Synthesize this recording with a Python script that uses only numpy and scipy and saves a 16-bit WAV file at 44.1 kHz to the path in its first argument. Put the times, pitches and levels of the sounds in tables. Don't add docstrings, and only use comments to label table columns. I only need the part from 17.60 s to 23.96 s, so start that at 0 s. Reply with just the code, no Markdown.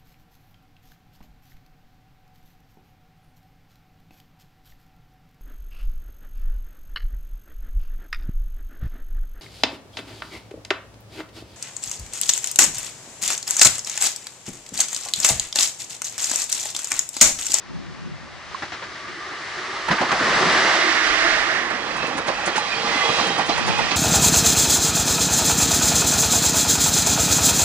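import sys
import numpy as np
from scipy import signal
from scipy.fft import rfft, irfft, next_fast_len
from scipy.io import wavfile
from scipy.ndimage import uniform_filter1d, map_coordinates

SR = 44100
rng = np.random.default_rng(int(sys.argv[2]) if len(sys.argv) > 2 else 0)


def put_to_file(sound):
    columns = np.atleast_2d(sound).T
    safe = np.clip(columns, -1, 1)
    whole_steps = np.round(safe * 32767)
    wavfile.write(sys.argv[1], SR, whole_steps.astype(np.int16))


N = 280476
TIME_S, HZ = np.arange(N) / SR, np.maximum(np.fft.rfftfreq(next_fast_len(N), 1 / SR), 1)
CENTRE = np.zeros(N)

# frequency in Hz, correlation (clipped to +-1).
SOUND_LIKENESS = [(60, 0.35), (150, 0.96), (400, 0.92), (1000, 0.83), (1900, 0.68), (2700, 0.39),
                  (3800, 0.88), (5400, 0.26), (8500, 0.36)]
WIND_LIKENESS = [(30, -0.96), (150, -1.01), (300, -0.92)]
# frequency in Hz, pan multiplier.
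PAN_SCALE = [(60, 0), (250, 0.38), (600, 0.61), (2000, 1.29), (2800, 1.74), (5000, 0.87), (9000, 0.097)]
# time in seconds, leftward pan in dB before scaling.
TRAIN_PAN = [(0, 2), (.8, 1.5), (1.9, .5), (2.3, -1.5), (2.95, -1), (3.35, -6), (4.1, -6.5), (4.8, -5),
             (6.36, -5.5)]
# frequency in Hz, relative density in dB.
FIELD_SPECTRUM = [(45, -16.5), (65, -5.5), (95, -3.5), (130, -3.5), (180, -13.5), (260, -21)]
WIND_SPECTRUM = [(24, -47), (40, -11), (93, -7), (145, 0), (324, -11), (388, -13.5), (474, -31), (500, -17),
                 (650, -51), (1100, -120)]
BUFFET_SPECTRUM = [(12, -22), (25, -3), (38, -4), (55, -17), (90, -22)]
# centre in seconds, length in seconds, boost in dB.
WIND_GUSTS = [(.26, 0.46, 26), (0.492, 0.23, 26.5), (0.697, 0.26, 16), (0.917, 0.15, 16), (1.5, 0.13, 7),
              (2.9, 0.26, 19), (6.023, 0.33, 29.5), (6.22, 0.25, 24)]
AIR_PUSHES = [(2.3, .1, 11), (2.85, 0.57, 3), (3.62, 0.52, 10), (6.2, .6, 4), (4.45, .2, 1)]
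# frequency in Hz, width in Hz, gain in dB. All but the tick's are applied squared.
GEAR_MODES = [(339, 66, -3), (387, 42, -2), (652, 41, -3), (1178, 27, 1.5), (1244, 500, -2)]
BLOWER_MODES = [(312, 66, -3), (1617, 550, 0), (1773, 49, -2), (1878, 52, -1.5), (2050, 43, -2.5),
                (2064, 360, -1.5)]
DISC_MODES = [(460, 45, -5), (810, 50, -3), (1160, 40, -3), (1890, 80, -5), (2030, 45, -4), (2440, 50, -5),
              (2560, 70, -7), (2620, 60, -7), (3160, 80, -8), (3290, 75, -7), (3860, 55, -7),
              (4120, 50, -7), (4640, 55, -8.5), (5500, 55, -11), (3380, 50, -8)]
JOINT_TICK_MODES = [(6430, 740, 13), (8230, 740, 4), (8900, 500, -1), (9800, 600, -6)]
# centre in seconds, length in seconds, mode index, boost in dB.
GEAR_SWELLS = [(1.49, .08, 3, 6), (1.52, .16, 0, 8), (1.59, .04, 0, 6), (1.64, .08, 3, 8),
               (1.72, .05, 1, 9), (1.99, .08, 1, 5), (2.12, .1, 3, 5), (2.37, .08, 0, 6),
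               (2.475, .03, 0, 8), (2.52, .07, 3, 9), (2.83, .09, 1, 6), (2.99, .08, 1, 7),
               (3.26, .08, 0, 5), (3.36, .08, 0, 6), (3.67, .1, 0, 6), (3.32, .08, 2, 7), (3.65, .08, 2, 8),
               (3.78, .14, 2, 8), (3.98, .14, 2, 7), (4.0, .2, 0, 6)]
DISC_SWELLS = [(4.44, .1, 7, 11), (5.1, .1, 8, 6), (5.13, .08, 5, 5), (5.13, .12, 12, 14),
               (5.03, .04, 8, 4), (5.34, .12, 14, 11), (5.42, .1, 9, 7), (5.5, .14, 9, 4), (5.1, .1, 10, 6),
               (5.44, .1, 10, 6), (5.4, .1, 11, 6), (5.69, .08, 8, 6), (5.6, .1, 11, 7), (5.6, .12, 13, 7),
               (5.44, .16, 4, 5), (5.46, .06, 0, 7), (5.58, .18, 10, 8), (5.4, .12, 7, 5),
               (5.62, .14, 6, 5), (5.62, .14, 12, 8), (5.6, .16, 8, 5), (5.92, .1, 11, 7),
               (6.15, .12, 5, 6), (6.25, .1, 3, 6)]
# start in seconds, peak in dB before panning, starting frequency in Hz.
GEAR_GROANS = [(1.97, -35, 377.5), (2.8, -20, 378.4), (3.23, -26.5, 344), (3.63, -26, 347), (3.9, -26, 652)]
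WHEEL_SQUEALS = [(4.4, -30, 2620), (5.095, -25, 2450), (5.3, -34, 3380), (5.4, -33, 3290),
                 (5.56, -31, 2560), (5.6, -37, 3860)]
SLEEPER_THUDS = [(.29, -38, 158), (.487, -35.5, 178), (1.019, -30.5, 280), (1.024, -35, 151),
                 (2.3, -20.5, 164), (2.312, -20, 199), (2.318, -22, 332), (2.33, -26, 230),
                 (2.405, -20.5, 242), (2.42, -21.5, 330), (2.44, -29, 202), (2.525, -28, 211),
                 (2.607, -18.5, 310), (2.76, -34.5, 129), (2.865, -21, 202), (4.434, -30, 246),
                 (4.549, -23, 271), (4.6, -21, 480), (4.695, -25, 560), (4.869, -30, 370), (4.9, -22, 645),
                 (5.241, -22.5, 242), (5.355, -20, 272), (5.493, -25, 167), (5.606, -24.5, 230),
                 (5.752, -28, 187), (5.891, -18, 318), (6.009, -23, 297), (6.318, -22, 273)]
RAIL_RINGS = [(0.944, -21.5, 1060), (2.281, -16, 903), (2.311, -16.5, 1870), (2.308, -26, 690),
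              (2.334, -20, 1220), (2.386, -23, 890), (2.43, -19, 860), (2.489, -20, 1270),
              (2.505, -19, 1166), (2.522, -26, 717), (2.528, -16, 1170), (4.694, -25.5, 1100),
              (4.977, -13.5, 838), (5.453, -21, 820), (5.54, -21, 815), (5.594, -15.5, 1146),
              (5.607, -20, 796), (5.79, -20, 783), (5.893, -21, 670), (5.979, -24, 840), (6.076, -20, 854),
              (6.187, -16.5, 850), (6.198, -26, 700)]
# frequency in Hz, relative density in dB.
SLEEPER_SPECTRUM = [(41, -45), (70, -12.5), (102, -13), (182, -3), (252, -4.5), (372, -2.5), (417, -9.5),
                    (560, -5.5), (730, -17.5), (1230, -120)]
RAIL_SPECTRUM = [(260, -30.5), (450, -9), (741, -3), (815, -4), (1000, -3), (1170, -1.5), (1470, -4),
                 (1900, -2.5), (2300, -10), (2990, -17.5), (5060, -120)]
WHEEL_SPECTRUM = [(1240, -48.5), (2100, -10.5), (2250, -7.5), (2550, -8), (2830, -6.5), (3250, -8),
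                  (4800, -9), (6300, -16.5), (8190, -30), (13900, -120)]
HISS_SPECTRUM = [(3350, -11.5), (5700, 0.5), (9820, -11.5), (10400, -30), (13500, -57), (22000, -120)]
# time in seconds, rail in dB, sleepers and wheels in dB over the rail.
ROLL_LEVELS = [(0, -44.5, -10, -5), (.62, -43, -7.5, -5), (.87, -40.5, -13, -4), (.96, -36.5, -17, -3.5),
               (1.12, -45, -5, 2), (1.6, -39, -11.5, -2), (1.8, -38, -14, -1), (2.0, -34.5, -13.5, -2),
               (2.2, -33, -14, -3), (2.37, -33, -21, -0.5), (2.42, -27, -9, -5.5), (2.475, -29, -17, -3),
               (2.62, -22, -12, -6.5), (2.9, -18.5, -10.5, -4), (3.05, -19.5, -13, -3),
               (3.2, -21.5, -16.5, -2), (3.4, -25, -16, 1.5), (3.65, -25, -18, 1.5), (3.92, -25.5, -13, -1),
               (4.09, -29, -12.5, -4), (4.3, -28, -8.5, -4.5), (4.55, -29, -6.5, -3),
               (4.64, -29.5, -13, -5), (4.74, -30, -10.5, -1.5), (4.82, -28, -11, -3),
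               (5.1, -28.5, -12.5, 0), (5.28, -25.5, -10, 0), (5.5, -23.5, -13.5, 1.5),
               (5.7, -25.5, -5, 0.5), (5.85, -29, -10.5, 0), (5.93, -26, -13, -1), (6.1, -25, -10.5, -0.5),
               (6.36, -29.5, -7, 4.5)]
# start in seconds, low rail band in dB, upper band and treble in dB over it.
AXLE_KNOCKS = [(1.019, -32.5, 4.5, -3.5), (1.118, -36, 5, 0.5), (1.22, -38, 4, -4), (1.352, -44.5, 6, -8),
               (1.476, -44, 8, -1), (1.705, -40, 7, -12), (1.975, -43, 9, -3), (2.282, -26, 4.5, -7),
               (2.308, -23.5, 1, -2.5), (2.326, -40, -7, -10), (2.381, -33.5, 8.5, -2),
               (2.409, -23, -2.5, -6.5), (2.433, -39.5, -2, -13), (2.487, -27, -1, -9),
               (2.514, -22.5, 0, -3.5), (2.612, -27, -16, -14), (2.753, -29.5, 1, -6),
               (2.81, -26.5, -4, -9), (4.1, -31, 5, -7), (4.424, -30, -1, -4), (4.481, -28, -11, -16),
               (4.577, -28.5, 1, -9), (4.659, -32.5, 2, -9), (4.681, -24.5, -4, -5.5),
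               (4.791, -41.5, 11.5, 0), (4.867, -24.5, -0.5, -7), (4.953, -31, 7, 3), (5.263, -30, -14, -3),
               (5.438, -27, -13, -12), (5.489, -23.5, -11, -15), (5.583, -23.5, -10, -3),
               (5.676, -29.5, -3, -18), (5.76, -30, -9, -6), (5.782, -26, -3, -10), (5.808, -35, 1, -12),
               (5.887, -23, -7.5, -3), (5.977, -30.5, -1, -11), (6.071, -24, -8, -6),
               (6.11, -36.5, -12, -4), (6.186, -26, -1, -20), (6.208, -40, 1, -11), (6.239, -43, 10, -11),
               (6.308, -27.5, -3, 0)]
# time in seconds, level in dB.
JOINT_TICKS = [(2.279, -41), (2.311, -43), (2.409, -43), (2.513, -40.5), (4.097, -46), (4.3645, -41),
               (4.466, -40), (4.571, -34), (4.668, -34), (4.856, -30.5), (4.9574, -34), (4.973, -37),
               (5.568, -38), (5.667, -37), (5.78, -33.5), (5.8596, -34.5), (5.974, -35.5), (6.065, -30.5),
               (6.177, -32.5)]

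COACHES_S, COACHES_FADE_S = 3.7, .4
BOGIES_S, BOGIES_LENGTH_S = 5.5, .4
RING_PAN_DB, STUMBLE_RAD = -8.5, .5


def undb(db):
    return 10 ** (np.asarray(db) / 20)


def curves(table):
    s, *columns = np.transpose(table)
    return [np.interp(TIME_S, s, c) for c in columns]


def step(s, fade_s):
    return (1 + np.tanh((TIME_S - s) / fade_s)) / 2


def bump(s, length_s):
    return np.exp(-(2 * (TIME_S - s) / length_s) ** 4)


def swells(table, modes):
    boost_db = np.zeros((len(modes), N))
    for s, length_s, mode, db in table:
        boost_db[mode] += db * bump(s, length_s)
    return boost_db


def walk(rate_hz):
    k = int(SR / rate_hz)
    held = np.repeat(rng.standard_normal(N // k + 1), k)
    return 1.32 * uniform_filter1d(uniform_filter1d(held, k), k)[:N]


def on_log(table, hz):
    points_hz, values = np.transpose(table)
    return np.interp(np.log(hz), np.log(points_hz), values)


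def spectrum(table):
    return undb(on_log(table, HZ)) * (HZ > table[0][0]) * (HZ < table[-1][0])


def bands(table):
    centres = np.arange(np.floor(2 * np.log2(table[0][0])), 2 * np.log2(table[-1][0]) + 1)
    return [spectrum(table) * np.clip(1 - abs(2 * np.log2(HZ) - c), 0, 1) for c in centres]


def resonances(modes, power=2):
    return [(undb(db) / np.hypot(1, (HZ - hz ** 2 / HZ) / width_hz)) ** power
            for hz, width_hz, db in modes]


def noise(parts, pan_db, flicker_db, rate_hz, swell_db=None, likeness=SOUND_LIKENESS):
    a, b = rfft(rng.standard_normal((2, next_fast_len(N))))
    like = np.clip(on_log(likeness, HZ), -1, 1)
    white, out = np.array([a, like * a + np.sqrt(1 - like ** 2) * b]), 0
    for k, part in enumerate(parts):
        db = flicker_db * walk(rate_hz) + (0 if swell_db is None else swell_db[k])
        side_db = on_log(PAN_SCALE, HZ[np.argmax(part)]) * np.array([pan_db, -pan_db]) / 2
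        out = out + irfft(white * part)[:, :N] * undb(db + side_db)
    return out / np.sqrt(np.mean(sum(parts) ** 2))


def bursts(starts_s, db, pan_db, rises_s, t60_s):
    out = np.zeros(N)
    for start, gain, rise_s in zip((starts_s * SR).astype(int), undb(db), rises_s + 0 * starts_s):
        t = TIME_S[:min(int((t60_s + 2 * rise_s) * SR), N - start)]
        attack = 1 - np.exp(-(t / rise_s) ** 2)
        shape = attack / (1 + np.exp(np.log(1000) * ((t - rise_s) / t60_s - .12)))
        out[start:start + len(t)] += gain * shape / shape.max()
    return out * undb(np.array([pan_db, -pan_db]) / 2)


def tones(rows, pan_db, cycles, glide=0, stumble_rad=STUMBLE_RAD):
    out, stumble = np.zeros(N), stumble_rad * walk(350)
    for (s, db, hz), turn in zip(rows, rng.random(len(rows))):
        start = int(s * SR)
        span = slice(start, start + int(8 * cycles / hz * SR))
        age = np.maximum(TIME_S[span] - s, 0) * hz / cycles
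        phase = 2 * np.pi * (cycles * age * (1 + glide * age) + turn) + stumble[span]
        out[span] += undb(db) * age ** 1.6 * np.exp(1 - age ** 1.63) * np.sin(phase)
    return out * undb(np.array([[pan_db], [-pan_db]]) / 2)


def waver(sound, lead_s=0, jitter_s=.0006):
    read_s = TIME_S + lead_s + jitter_s * walk(12)
    return np.array([map_coordinates(port, [read_s * SR], mode="nearest") for port in sound])


def fields():
    return undb(-54) * noise(bands(FIELD_SPECTRUM), CENTRE, 2.2, 8.4)


def wind():
    draught, side = step(2.3, .2), np.array([[1], [-1]])
    gust_db = np.max([db * bump(s, length_s) for s, length_s, db in WIND_GUSTS], axis=0)
    push_db = sum(db * bump(s, length_s) for s, length_s, db in AIR_PUSHES)
    rumble_db = -60 + 2 * draught + gust_db + .91 * side + 2 * walk(25)
    buffet_db = -65 + 12.5 * draught + push_db + 4.2 * side
    return (undb(rumble_db) * noise(bands(WIND_SPECTRUM), CENTRE, 3.5, 21, likeness=WIND_LIKENESS)
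            + undb(buffet_db) * noise(bands(BUFFET_SPECTRUM), CENTRE, 1.7, 11, likeness=WIND_LIKENESS))


def clatter(rail_db, start_s=4.3, rate_hz=70, low_hz=550, high_hz=1300):
    gap, size, pitch = rng.random((3, 500))
    s = start_s + np.cumsum(-np.log(1 - gap)) / rate_hz
    keep = s < N / SR
    db = rail_db[(s[keep] * SR).astype(int)] - 8 + 8 * size[keep]
    hz = low_hz * (high_hz / low_hz) ** pitch[keep]
    return tones(np.transpose([s[keep], db, hz]), RING_PAN_DB, cycles=1.7)


def squeals():
    return tones(WHEEL_SQUEALS, RING_PAN_DB, cycles=80, glide=-.0023, stumble_rad=1)


def discs(pan_db, wheels_db, doppler_s=.2):
    swell_db = swells(DISC_SWELLS, DISC_MODES) - 1.5 * bump(BOGIES_S, BOGIES_LENGTH_S)
    ring = noise(resonances(DISC_MODES), pan_db, 3.34, 22, swell_db)
    lead_s = .015 * doppler_s * np.exp(-((TIME_S - BOGIES_S) / doppler_s) ** 2 / 2)
    return undb(wheels_db - 16 + 12.5 * step(COACHES_S, COACHES_FADE_S)) * waver(ring, lead_s)


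def machinery(pan_db):
    screen_db = -14 * (1 - step(.87, .4)) - 28 * step(4.3, .13)
    swell_db = swells(GEAR_SWELLS, GEAR_MODES)
    swell_db[[1, 3]] -= 7 * step(3.2, .1)
    gear_gain = undb(screen_db - 26) / np.hypot(1, (TIME_S - 3.32) / .38)
    gears = waver(gear_gain * noise(resonances(GEAR_MODES), pan_db, 2.1, 20, swell_db))
    groans = tones(GEAR_GROANS, pan_db=-2, cycles=12.2, glide=-.008)
    away_s = np.maximum(abs(TIME_S - 3.355) - .32, 0)
    blower_gain = undb(screen_db - 21) / np.hypot(1, away_s / .2)
    return gears + groans + blower_gain * noise(resonances(BLOWER_MODES), pan_db, .27, 21)


def rolling(pan_db, sleepers_db, rail_db, wheels_db):
    approach = 1 - step(3.1, .6)
    hiss_db = wheels_db - 12.5 + 1.5 * approach + bump(BOGIES_S, BOGIES_LENGTH_S)
    roar_db = wheels_db - 3.5 * step(COACHES_S, COACHES_FADE_S)
    shudder = undb(.55 * walk(18))
    return shudder * (undb(sleepers_db) * noise(bands(SLEEPER_SPECTRUM), pan_db, 2.5, 14)
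                      + undb(rail_db) * noise(bands(RAIL_SPECTRUM), pan_db, .66, 14)
                      + undb(roar_db) * noise(bands(WHEEL_SPECTRUM), pan_db, .39, 14)
                      + undb(hiss_db) * noise(bands(HISS_SPECTRUM), pan_db, .36, 14))


def ticks(lead_s=.003):
    s, db = np.transpose(JOINT_TICKS)
    envelope = bursts(s - lead_s, db, CENTRE - 2, rises_s=.006, t60_s=.07)
    return envelope * noise([sum(resonances(JOINT_TICK_MODES, power=1)) * (HZ > 4500)], CENTRE, 2.9, 220)


def rail_rings():
    partials = [(s, db - 5, 1.2 * hz) for s, db, hz in RAIL_RINGS]
    ring = tones(RAIL_RINGS, RING_PAN_DB, cycles=5.6, glide=.0042)
    return ring + tones(partials, RING_PAN_DB, cycles=2.7)


def joints(pan_db, loco_rise_s=.0032, coach_rise_s=.008):
    s, db, upper_db, treble_db = np.transpose(AXLE_KNOCKS)
    rises_s = np.where(s > COACHES_S, coach_rise_s, loco_rise_s)
    starts_s = s - (rises_s - loco_rise_s)

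    def knock(over_db, pan_scale=1.26, t60_s=.13):
        return bursts(starts_s, db + over_db, pan_scale * pan_db, rises_s, t60_s)

    upper = np.clip(2 * np.log2(HZ / 1000), 0, 1)
    body = knock(-5.5, pan_scale=.39) * noise([spectrum(SLEEPER_SPECTRUM)], CENTRE, .95, 40.35)
    clank = knock(0) * noise([spectrum(RAIL_SPECTRUM) * (1 - upper)], CENTRE, 2.2, 90)
    clang = knock(upper_db) * noise([spectrum(RAIL_SPECTRUM) * upper], CENTRE, .81, 90)
    treble = knock(treble_db) * noise([spectrum(WHEEL_SPECTRUM)], CENTRE, 3.4, 90)
    impact = body + clank + clang + treble + ticks()
    thuds = tones(SLEEPER_THUDS, pan_db=2, cycles=1.4, glide=-.0053, stumble_rad=0)
    rings = rail_rings()
    disc_ring = noise([sum(resonances(DISC_MODES))], CENTRE, 1.2, 40)
    return impact + thuds + rings + knock(upper_db - 14, pan_scale=.75, t60_s=.16) * disc_ring


def ports(train, pan_db, lag_s_per_db=9e-6, turn_rad_per_db=.09):
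    left, right = train
    pan_db = uniform_filter1d(pan_db, SR // 2)
    left = (signal.hilbert(left, next_fast_len(N))[:N] * np.exp(1j * turn_rad_per_db * pan_db)).real
    left = map_coordinates(left, [(TIME_S + lag_s_per_db * pan_db) * SR], order=3, mode="nearest")
    return np.array([left, right])


def scene():
    rail_db, sleepers_over_db, wheels_over_db = curves(ROLL_LEVELS)
    wheels_db = rail_db + wheels_over_db
    pan_db, = curves(TRAIN_PAN)
    train = rolling(pan_db, rail_db + sleepers_over_db, rail_db, wheels_db)
    train += machinery(pan_db) + discs(pan_db, wheels_db) + joints(pan_db) + clatter(rail_db) + squeals()
    return ports(train, pan_db) + wind() + fields()


def record(dry):
    lowpass = signal.ellip(10, .2, 70, 10500, fs=SR, output="sos")
    return signal.sosfilt(lowpass, .88 * np.tanh(dry / .94))


dry = scene()
out = record(dry)
put_to_file(out)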